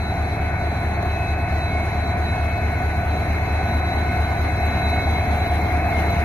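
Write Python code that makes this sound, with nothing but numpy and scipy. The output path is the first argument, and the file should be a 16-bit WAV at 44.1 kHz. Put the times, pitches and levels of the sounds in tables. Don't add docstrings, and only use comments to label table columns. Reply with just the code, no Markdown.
import sys
import numpy as np
from scipy import signal
from scipy.fft import rfft, irfft, next_fast_len
from scipy.io import wavfile
from scipy.ndimage import uniform_filter1d, map_coordinates

SR = 44100
rng = np.random.default_rng(int(sys.argv[2]) if len(sys.argv) > 2 else 0)


def how_loud(loudness_db):
    steps = np.asarray(loudness_db, float) / 20
    return 10 ** steps


def pcm_store(signal):
    levels = np.round(np.clip(np.atleast_2d(signal), -1, 1) * 32767)
    wavfile.write(sys.argv[1], SR, levels.astype(np.int16).T)


N = 275226
T = np.arange(N) / SR
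CRANK_HZ = 4.51
PORT_SHARE = np.array([[.5], [-.5]])


def unit(x):
    return x / np.sqrt(np.mean(x ** 2) + 1e-20)


def columns(rows, at, warp=lambda v: v):
    first, *rest = np.transpose(rows)
    return [np.interp(warp(at), warp(first), column) for column in rest]


def wobble(rate):
    coarse_time = T[::32]
    knots = rng.standard_normal(int(N * rate / SR) + 4)
    return np.interp(T, coarse_time, unit(map_coordinates(knots, [coarse_time * rate])))


def filtered(x, response):
    size = next_fast_len(len(x.T) + SR)
    spectrum = rfft(x, size) * response(np.fft.rfftfreq(size, 1 / SR))
    return irfft(spectrum, size)[..., :len(x.T)]


def resonances(modes):
    def response(f):
        total = 0
        for k, (centre, width, db) in enumerate(modes):
            mode = 1j * f * width / (centre * centre - f * f + 1j * f * width)
            total = total + (-1) ** k * how_loud(db) * mode
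        return total
    return response


# frequency in Hz, likeness of the ports from 0 to 1,
# left lead in radians, left over right level in dB.
PORT_SPACING = [(29.8, 1, 0.051, 1.3), (127, 1, 0.064, 0.5), (290, 1, 0.11, -1), (730, 0.84, 0.58, 0.6),
                (1590, .6, 0.68, -0.2), (1880, 0.9, 1.8, 2.5), (2570, 0.2, 1.2, 2), (3000, .5, 3.1, 1.5),
                (3565, 0.2, 5.2, 0), (4210, .1, 4, -2.5), (6520, 0.4, 2.26, 7.5), (8980, 0, 4, -8.5),
                (15000, 0, 2.9, 1.5)]


def ports(direct, scattered):
    def response(hz):
        alike, lead, pan_db = columns(PORT_SPACING, hz, np.log1p)
        turn = np.arccos(np.clip(alike, -1, 1)) / 2
        offset = how_loud(PORT_SHARE * pan_db) * np.exp(1j * PORT_SHARE * lead)
        return np.cos(turn), np.sin(turn), offset
    mid = filtered(direct, lambda hz: response(hz)[0])
    side = filtered(scattered, lambda hz: response(hz)[1])
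    return filtered(np.array([mid + side, mid - side]), lambda hz: response(hz)[2])


def rush(spectrum, patchy_db):
    z = signal.stft(rng.standard_normal((2, N)), nperseg=512)[2]
    patches = uniform_filter1d(rng.standard_normal(z.shape[1:]), size=5, axis=0)
    patches = uniform_filter1d(patches, size=10, axis=1)
    pair = signal.istft(z * how_loud(patchy_db * unit(patches)), nperseg=512)[1][:, :N]
    return unit(filtered(pair, lambda hz: how_loud(columns(spectrum, hz, np.log1p)[0])))


def tone(hz, fuzz_hz, rough, lead=0, pan_db=0):
    smear = np.array([wobble(fuzz_hz) + 1j * wobble(fuzz_hz) for port in PORT_SHARE]) / np.sqrt(2)
    share = np.clip(rough, 0, 1)
    carrier = np.exp(2j * np.pi * (hz * T + rng.random()))
    swing = (np.sqrt(1 - share) + np.sqrt(share) * smear) * carrier
    return np.sqrt(2) * how_loud(PORT_SHARE * pan_db) * np.real(swing * np.exp(1j * PORT_SHARE * lead))


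def nearness_db():
    start_m, speed_m_s, gaining_m_s2 = 29, 0.74, .25
    return 20 * np.log10(start_m / (start_m - speed_m_s * T - gaining_m_s2 * T ** 2 / 2))


def fading(rest, swells=()):
    db, grows, flutter_db, rate = rest
    level = db + grows * nearness_db() + flutter_db * wobble(rate)
    for s, gain_db, half_s in swells:
        level = level + gain_db * np.exp(-((T - s) / half_s) ** 2)
    return level


# crank angle in degrees, strength in dB.
PUFFS = [(4.9, 0.9), (38.9, 2.3), (49.0, 2.0), (87.2, -1.2), (99.0, 0.4), (110.1, -0.7), (133.8, 1.2),
         (147.4, -4.2), (180.4, 0.9), (193.1, 0.2), (227.9, 5.3), (238.2, 1.9), (275.3, 2.2), (302.9, -4.4),
         (319.8, 1.8), (349.2, -14.1)]


def firings(scatter_db, scatter_s):
    angle, db = np.transpose(PUFFS)
    turns = np.arange(int(N / SR * CRANK_HZ) + 4)[:, None]
    s = (turns + angle / 360) / CRANK_HZ
    s = s + scatter_s * rng.standard_normal(s.shape)
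    strength = how_loud(db + scatter_db * rng.standard_normal(s.shape))
    return np.bincount(np.round(s * SR).astype(int).ravel(), strength.ravel())


# frequency in Hz, width in Hz, level in dB.
STACK_MODES = [(35.4, 3.0, -56.3), (76.3, 10.9, -35.5), (92.0, 6.0, -30.6), (136, 9.0, -56),
               (176.2, 15.0, -59.6)]


def exhaust():
    ring = filtered(firings(scatter_db=.25, scatter_s=.00006), resonances(STACK_MODES))
    ring = unit(ring[round(2 * SR / CRANK_HZ):][:N])

    def approaching_band(hz):
        return 1 / (1 + (hz / 88) ** 20) / (1 + (50 / (hz + 1)) ** 20)
    low = filtered(ring, approaching_band)
    near = nearness_db()
    low_db = -25.5 + 1.07 + (2.74 - 0.52 * near) * near
    ring = how_loud(low_db) * low + how_loud(-22.5) * (ring - low)
    return ports(ring, 0.44 * ring)


# frequency in Hz, width in Hz, level in dB.
BLOCK_PANELS = [(228, 40, -4), (346, 60, -11), (394, 40, -8.5), (635, 38, -7), (725.4, 54, 0.5),
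                (756, 60, -7)]
# teeth per crank turn, level in dB against the block.
GEAR_TRAIN = [(33, -20), (38, -29), (40, -15.5), (44, -19.5), (53, -17.5), (64, -23.5), (71, -23),
              (76, -17.5), (90, -18.5), (96, -22.5), (100, -21.5), (141, -19.5), (149, -17), (153, -12),
              (154, -13), (157, -33), (158, -14), (159, -15), (160, -35), (161, -17), (163, -14.5),
              (165, -20), (167, -16), (175, -24), (220.7, -20.5), (237, -21)]
# frequency in Hz, density in dB per Hz.
ROAR_COLOUR = [(20, -53), (35, -26), (52, -7.5), (85, -8.5), (120, -15), (170, -8.5), (330, -11.5),
               (500, -18.5), (620, -12.5), (720, -5.5), (850, -12), (1100, -20.5), (2200, -17), (2550, -24),
               (2750, -43.5), (3050, -55.5)]


def block():
    def panels(f):
        thin = (1j * f / (200 + 1j * f)) ** 2
        return resonances(BLOCK_PANELS)(f) * thin
    knock = unit(filtered(firings(scatter_db=4.0, scatter_s=.00005)[:N], panels))
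    roar = rush(ROAR_COLOUR, patchy_db=0.78) * how_loud(0.28 * wobble(2.4) + 0.26 * wobble(20))
    gears = 0
    for teeth, db in GEAR_TRAIN:
        mesh_hz = teeth * CRANK_HZ * 1.0003
        gears = gears + how_loud(db + 2.2 * wobble(.8)) * tone(mesh_hz, 2, .08, lead=.4)
    body = ports(how_loud(-8) * knock + how_loud(1.5) * roar[0], how_loud(3) * roar[1])
    return how_loud(-30 + 1.14 * nearness_db()) * (body + gears)


# frequency in Hz, fuzz in Hz, left lead in radians, left over right in dB.
WHINE_PITCH = [
    (1492.9, 6, 1.0, 0),
    (2139, 30, 1.0, 2),
    (2188.7, 8, .9, 2),
    (2560.1, 6, .3, 1),
]
# level in dB, growth in dB per dB of nearness, flutter in dB,
# flutter rate per second.
WHINE_LEVEL = [
    (-46.5, 0.24, 0.2, 7.4),
    (-54, 1.9, 3.5, 14),
    (-50, 0.9, 2.1, 12),
    (-53, 0.76, 2, 9.9),
]
# time in seconds, gain in dB, half length in seconds.
LOW_GEAR_SWELLS = [
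    (.55, 2.5, 0.33),
    (2.4, 3, 1),
    (4.3, 4.5, 1),
    (6.17, 4, 0.065),
]
HIGH_GEAR_SWELLS = [(1.41, 11, 0.061), (1.74, 4.4, 0.08), (2.1, 12, 0.074), (2.8, 11.5, .08),
                    (3.369, 8.4, 0.15), (4.15, 9, 0.45), (5.1, 5.8, 0.48), (5.6, 8.9, 0.045),
                    (5.95, 7.4, 0.099)]
PINION_SWELLS = [(.5, 6.4, .3), (1.78, 11.6, 0.14), (2.3, 5.2, 0.26), (2.62, 7.2, 0.13), (3.3, 3.3, 0.16),
                 (4.2, 4.3, .12), (5.03, 10.4, 0.1), (5.3, 8.9, 0.028), (6.1, 6.3, 0.036)]
GENERATOR_SWELLS = [(.5, 7.8, 0.12), (1.25, 10, 0.24), (1.68, 8.3, 0.076), (2.4, 9, 0.26),
                    (2.8, 5.6, 0.048), (3.4, 6, 0.19), (3.9, 7, 0.27), (4.65, 6.3, 0.54), (5.3, 5.3, 0.065),
                    (5.87, 7.3, 0.045), (6.1, 5.1, .07)]


def whines():
    swells = [LOW_GEAR_SWELLS, HIGH_GEAR_SWELLS, PINION_SWELLS, GENERATOR_SWELLS]
    total = 0
    for (hz, fuzz_hz, lead, pan_db), rest, swell in zip(WHINE_PITCH, WHINE_LEVEL, swells):
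        rough = np.clip(fuzz_hz / 55, 0, 1)
        total = total + how_loud(fading(rest, swell) + 3.5) * tone(hz, fuzz_hz, rough, lead, pan_db)
    return total


# time in seconds, gain in dB,
# half length in seconds.
BLADE_SWELLS = [(.08, 8.5, 0.11), (.3, 4.5, .06), (.7, 3.5, 0.26), (1.13, 7.5, 0.04), (1.29, 7.5, 0.051),
                (1.65, 8.5, .1), (2.07, 7, 0.18), (2.3, 6.5, .1), (2.57, 4, 0.039), (2.19, -24, 0.018),
                (3.06, -13, 0.022), (3.13, 6, 0.11), (3.421, -16, 0.023), (3.85, 9, 0.28), (4.26, 8.5, .04),
                (4.41, 5, 0.03), (4.9, 11.5, 0.34), (5.16, 4, 0.039), (5.46, 7.5, .1), (6.1, 8, 0.046)]
# frequency in Hz, fuzz in Hz, level in dB, left over right in dB,
# smeared share from 0 to 1.
FAN_TONES = [(4336, 86, -56, 3, 0.52), (6500, 110, -67, 4, 0.62), (7960, 50, -69.5, -10, 0.93),
             (12459, 50, -75, -7, .85), (13644, 200, -80, -5, .85)]


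def turbo():
    blade_hz = 3990.2
    blade_db = fading((-56.5, 0.5, -0.2, 11), BLADE_SWELLS)
    third_db = fading((-69.5, 3, -0.5, 12))
    blade = how_loud(blade_db + 7.5) * tone(blade_hz, 60, 0.09, lead=-1.69)
    third = how_loud(third_db + 4.0) * tone(3 * blade_hz, 160, .85, lead=-0.47, pan_db=-6.5)
    fans = 0
    for hz, fuzz_hz, db, pan_db, rough in FAN_TONES:
        fans = fans + how_loud(db) * tone(hz, fuzz_hz, rough, lead=2.4, pan_db=pan_db)
    return blade + third + fans


# frequency in Hz, density in dB per Hz.
HISS_COLOUR = [(2600, 5), (3000, 1.5), (3700, -1), (4000, 7), (4400, -7), (4800, -8), (6600, -6.5),
               (7100, -12.5), (7450, -31), (8450, -20), (8900, -6.5), (11500, -14), (12000, -9.5),
               (12700, -14.5), (15500, -30)]


def air():
    closeness = (T / T[-1]) ** 2
    puff = np.exp(2.2 * (np.cos(2 * np.pi * (CRANK_HZ * T - .04)) - 1))
    puff_db = closeness * (2.5 * puff + 2.6 * puff ** 12)
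    hiss_db = -59 + 15.5 + 1.2 * nearness_db()
    return how_loud(hiss_db + puff_db + 0.42 * wobble(13)) * ports(*rush(HISS_COLOUR, patchy_db=1.5))


def scene():
    return exhaust() + block() + whines() + turbo() + air()


# frequency in Hz, step in dB over the usual level.
ROUNDING_STEPS = [(900, -22), (1200, -9), (2000, -12), (2500, -8), (2800, 3.5), (4300, 3.5), (4550, 5),
                  (5000, 5), (5400, 4.5), (5700, 2.5), (6400, 1), (7000, 4), (7600, 13), (8500, 10),
                  (9000, 3), (11000, 5.5), (12700, 9.5), (13600, 7), (15000, 7)]


def coarse_rounding(x, sway_db, short_share):
    m, front = 1024, 1024 - 110
    n, k = np.arange(2 * m), np.arange(m)
    hz = (k + .5) * SR / 2 / m
    window = np.sin(np.pi * (n[:, None] + .5) / (2 * m))
    basis = window * np.cos(np.pi / m * np.outer(n + .5 + m / 2, k + .5)) * np.sqrt(2 / m)
    frames = N // m + 2
    halves = np.pad(x, ((0, 0), (front, (frames + 1) * m - N - front))).reshape(2, -1, m)
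    z = np.concatenate([halves[:, :-1], halves[:, 1:]], -1) @ basis

    def turn(v):
        return np.where(hz < 5500, np.array([v[0] + v[1], v[0] - v[1]]) / np.sqrt(2), v)
    usual = signal.medfilt(np.sqrt(np.mean(z ** 2, (0, 1))), 41)
    sway = unit(uniform_filter1d(rng.standard_normal((frames, m // 16)), size=2, axis=0))
    busy_db = np.linspace(-.7, 4.3, frames)[:, None]
    step_db = busy_db + columns(ROUNDING_STEPS, hz, np.log1p)[0] + sway_db * np.repeat(sway, 16, -1)
    step = (usual + 1e-9) * how_loud(step_db)
    turned = turn(z)
    rounded = turn(np.sign(turned) * np.floor(abs(turned) / step + .4) * step)
    spared = np.repeat(rng.random(frames) < short_share, 2)[:frames, None]
    y = np.where(spared, how_loud(-4 * (hz > 2700)) * z, rounded) @ basis.T
    out = np.pad(y[..., :m], ((0, 0), (0, 1), (0, 0))) + np.pad(y[..., m:], ((0, 0), (1, 0), (0, 0)))
    return out.reshape(2, -1)[:, front:][:, :N]


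def band_limit(x):
    return signal.sosfilt(signal.butter(12, 15740, fs=SR, output="sos"), x)


# frequency in Hz, gain in dB.
NOTCH_AND_TOP = [(7100, 0), (7450, -12), (7800, -9), (7970, -4), (8150, -10), (8400, -14), (8650, 0),
                 (15480, 0), (15520, -90)]


def record(dry):
    soft = dry / (1 + abs(dry / .5) ** 4) ** (1 / 4)
    soft = filtered(soft, lambda hz: how_loud(columns(NOTCH_AND_TOP, hz)[0]))
    lead_in = np.arange(N) < 110
    coarse = coarse_rounding(soft, sway_db=2, short_share=.09)
    return band_limit(np.where(lead_in, soft, coarse))


dry = scene()
out = record(dry)
pcm_store(out)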